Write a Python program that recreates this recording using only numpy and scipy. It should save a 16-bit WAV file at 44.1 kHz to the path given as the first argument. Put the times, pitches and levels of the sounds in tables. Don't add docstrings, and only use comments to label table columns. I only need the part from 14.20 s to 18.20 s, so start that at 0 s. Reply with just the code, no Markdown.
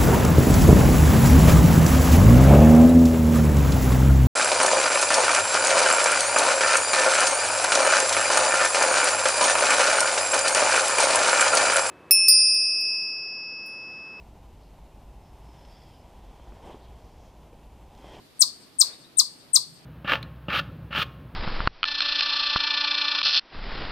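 import sys
import numpy as np
from scipy import signal
from scipy.fft import rfft, irfft
from scipy.io import wavfile

SR = 44100
rng = np.random.default_rng(int(sys.argv[2]) if len(sys.argv) > 2 else 0)


def materialize(psi):
    bounded = np.clip(np.atleast_2d(psi).T, -1, 1)
    quanta = np.round(bounded * 32767).astype(np.int16)
    wavfile.write(sys.argv[1], SR, quanta)


N = 176400


def undb(db):
    return 10 ** (np.asarray(db) / 20)


def unit(x):
    return x / np.sqrt(np.mean(np.abs(x) ** 2))


def clock():
    return np.arange(N) / SR


def colour(x, points):
    hz, db = np.array(points, float).T
    f = np.maximum(np.fft.rfftfreq(N, 1 / SR), 1)
    ends = np.minimum(f / hz[0], 1) ** 2 * np.minimum(hz[-1] / f, 1) ** 2
    gain = undb(np.interp(np.log(f), np.log(hz), db))
    return unit(irfft(rfft(x) * ends * gain, N))


def wander(width_hz):
    f = np.abs(np.fft.fftfreq(N, 1 / SR)) / width_hz
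    noise = rng.standard_normal(N) + 1j * rng.standard_normal(N)
    return unit(np.fft.ifft(noise / (1 + f * (2 * f) ** 2)))


def whistle(hz, width_hz):
    phase = 2 * np.pi * np.cumsum(hz * np.ones(N)) / SR
    return unit((wander(width_hz) * np.exp(1j * phase)).real)


def swell(at, rise, fall):
    t = clock() - at
    return np.exp(-.5 * (t / np.where(t < 0, rise, fall)) ** 2)


def strike(at, decay, attack=0.0017):
    t = clock() - at
    return np.clip(1 + t / attack, 0, 1) * np.exp(-np.maximum(t, 0) / decay)


def ring(at, hz, decay, glide=0):
    t = np.maximum(clock() - at, 0)
    return np.exp(-t / decay) * np.sin(2 * np.pi * hz * t * (1 + glide * t / 2))


def friction(clicks_per_s=3500, spread_db=2.5):
    clicks = (rng.random(N) < clicks_per_s / SR) * rng.choice([-1, 1], N)
    return clicks * undb(spread_db * np.minimum(rng.exponential(size=N), 5))


def chatter(width_hz=160, depth_db=2):
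    return unit(undb(depth_db * wander(width_hz).real))


# f/Hz, relative level/dB
HISS = [(170, -20), (330, -13), (700, -17), (1000, -26), (1400, -2.5), (4500, 5.5), (8000, 6.5), (11500, 4),
        (15000, 1)]

def wide_hiss(level_db=-78):
    return undb(level_db) * colour(rng.standard_normal(N), HISS) * np.array([[1], [-1]])


# f/Hz, relative level/dB
RIVER = [(53, -31), (90, -2.5), (141, -4.5), (157, -5), (190, -7), (241, -8), (362, -10.5), (458, -13.5),
         (510, -13), (703, -11), (749, -10.5), (816, -9.5), (870, -11.5), (1010, -13.5), (1130, -21.5),
         (1650, -28.5), (2710, -27), (4620, -34), (15000, -41.5)]

def river(level_db=-54, flicker_db=1.18):
    wash = colour(rng.standard_normal(N), RIVER)
    return wash * undb(level_db + flicker_db * wander(width_hz=23).real)


# f/Hz, relative level/dB
RUMBLE = [(12, -8), (24, -7), (34, -6), (44, 2.5), (62, -3.5), (72, -7.5), (100, -14), (170, -23.5)]
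# t/s, relative level/dB
GUSTS = [(0, 1.5), (.35, 1), (1.1, 0.5), (1.55, -3.5), (2.05, -0.5), (2.62, 1.5), (3.198, -1), (3.55, -0.5),
         (4, 1)]

def wind():
    drone = undb(-56) * whistle(hz=57.15, width_hz=6.6)
    rumble = undb(-50.5) * colour(rng.standard_normal(N), RUMBLE)
    gust = undb(np.interp(clock(), *np.array(GUSTS).T))
    return gust * (rumble + drone)


# t/s, level/dB, f/Hz, decay/s
BUBBLES = [(3.331, -41, 480, .0045), (3, -46, 690, 0.0044), (3.330, -52.5, 2370, .002)]

def plop():
    return sum(undb(db) * ring(at, hz, decay, glide=4.5) for at, db, hz, decay in BUBBLES)


# t/s, level/dB, f/Hz, decay/s
KNOCKS = [(1.29, -40, 290, 0.0053), (2.198, -40, 825, 0.0017), (2.273, -45, 800, .004),
          (2.323, -39, 404, 0.0019), (2.452, -37, 300, 0.0009), (2.497, -31, 426, 0.0011),
          (2.545, -34.5, 410, 0.0032), (3.844, -32.5, 520, 0.0012), (3.869, -41, 520, 0.0025)]
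# f/Hz, level/dB relative to the knock, decay/s
HOUSING_MODES = [(374, -26, 0.011), (706, -16, 0.01), (1090, -19, .006)]

def knocks():
    bumps = np.zeros(N)
    for at, db, hz, decay in KNOCKS:
        housing = sum(undb(level) * ring(at, f, fade) for f, level, fade in HOUSING_MODES)
        bumps += undb(db) * (ring(at, hz, decay) + housing)
    return bumps


# f/Hz, relative level/dB
RUSTLE = [(600, 11), (1400, -1.5), (1950, -1.5), (2750, -6.5), (3200, 3.5), (3900, -8), (5300, -7.5),
          (6800, -13.5), (10000, -19.5), (15000, -29)]
FLAP = [(80, 0.5), (200, -4), (380, -1.5), (650, -5), (1000, -2.5), (1350, -28.5), (2500, -24)]
# t/s, rise/s, fall/s, rustle level/dB, flap level/dB
ARM_MOVES = [(1.47, 0.17, 0.077, -63, -64), (2.36, 0.45, 0.25, -64.5, -61.5),
             (2.49, 0.03, 0.051, -67, -49.5), (2.85, 0.5, 0.52, -68.5, -60.5),
             (3.86, 0.12, 0.031, -62.5, -59), (3.961, 0.073, 0.13, -53, -50)]

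def sleeve():
    rustle, flap = colour(friction(), RUSTLE), colour(friction(), FLAP)
    return sum(swell(at, rise, fall) * (undb(rustle_db) * rustle + undb(flap_db) * flap)
               for at, rise, fall, rustle_db, flap_db in ARM_MOVES)


# t/s, half length/s, f/Hz, level/dB
SLIPS = [(.44, .04, 4650, -71.5), (1.74, 0.029, 3120, -69), (2.043, 0.037, 3070, -72),
         (2.468, 0.016, 8200, -70.5), (2.528, 0.013, 3150, -63), (2.638, 0.024, 4140, -68),
         (2.87, 0.067, 5150, -74), (3.052, 0.063, 5740, -72), (3.946, .012, 5000, -67),
         (3.948, 0.01, 3000, -56)]

def line_slips(width_share=0.36):
    return sum(undb(db) * swell(at, half, half) * whistle(hz, hz * width_share)
               for at, half, hz, db in SLIPS)


# t/s, level/dB, f/Hz
TICKS = [(1.451, -52.5, 3800), (2.322, -53, 1640), (2.467, -62, 4300), (3.233, -61, 3000),
         (3.751, -61, 5000), (3.777, -57.5, 5200)]

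def line_ticks(width_share=0.81):
    return sum(undb(db) * strike(at, decay=0.0018) * whistle(hz, hz * width_share)
               for at, db, hz in TICKS)


# f/Hz, width/Hz, level/dB
DRAW_BANDS = [(1985, 220, -66.5), (2485, 170, -69), (3186, 260, -64), (5280, 700, -76)]

def line_draw(at=3.925, sag_per_s=1.26):
    sag = 1 - sag_per_s * np.maximum(clock() - at, 0)
    pull = swell(at, rise=.085, fall=.09) * chatter()
    return pull * sum(undb(db) * whistle(hz * sag, width) for hz, width, db in DRAW_BANDS)


# t/s, level/dB
LINE_RUN = [(1.0, -86), (1.05, -70), (1.13, -76), (1.22, -76), (1.29, -69), (1.44, -67.5), (1.54, -64.5),
            (1.67, -67.5), (1.77, -72.5), (1.82, -74), (1.87, -86)]
# f/Hz, width/Hz, level/dB relative to the run, entry t/s
SIZZLE = [(5250, 360, -3.5, .9), (4780, 340, -3.5, 1.48), (5040, 760, -16, 1)]
# f/Hz, relative level/dB
RASP = [(1300, -4), (1900, 1.5), (3400, -2), (5200, -6), (9000, -14)]

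def back_cast(low_peak_s=1.64, sag_hz_per_s=1500):
    t = clock()
    run = undb(np.interp(t, *np.array(LINE_RUN).T, left=-np.inf, right=-np.inf))
    sizzle = sum(undb(db) * np.clip((t - start) / 0.021, 0, 1) * whistle(hz, width)
                 for hz, width, db, start in SIZZLE)
    low_band = whistle(hz=3300 - sag_hz_per_s * (t - low_peak_s), width_hz=260)
    low_band *= undb(-69.5) * swell(low_peak_s, rise=0.12, fall=0.12)
    rasp = undb(-2.5) * colour(friction(), RASP)
    return chatter() * (run * (sizzle + rasp) + low_band)


def back_swing(level_db=-63.5):
    return undb(level_db) * swell(at=1.3, rise=0.16, fall=0.16) * whistle(hz=930, width_hz=220)


# f/Hz, width/Hz, level/dB
ROD_SECTIONS = [(214.4, 150, -60), (420, 300, -53.5), (777, 170, -54.5), (1053, 340, -57),
                (2000, 1100, -63)]

def forward_stroke(slowest=0.78):
    effort = swell(at=2.497, rise=0.045, fall=0.0265)
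    speed = slowest + (1 - slowest) * effort
    return effort * sum(undb(db) * whistle(hz * speed, width) for hz, width, db in ROD_SECTIONS)


def scene():
    background = river() + wide_hiss() + wind()
    cast = back_cast() + back_swing() + forward_stroke()
    handling = line_slips() + line_ticks() + line_draw() + sleeve() + knocks()
    return background + cast + handling + plop()


def record(dry):
    return signal.sosfilt(signal.ellip(10, .2, 70, 15250, fs=SR, output="sos"), dry)


dry = scene()
out = record(dry)
materialize(out)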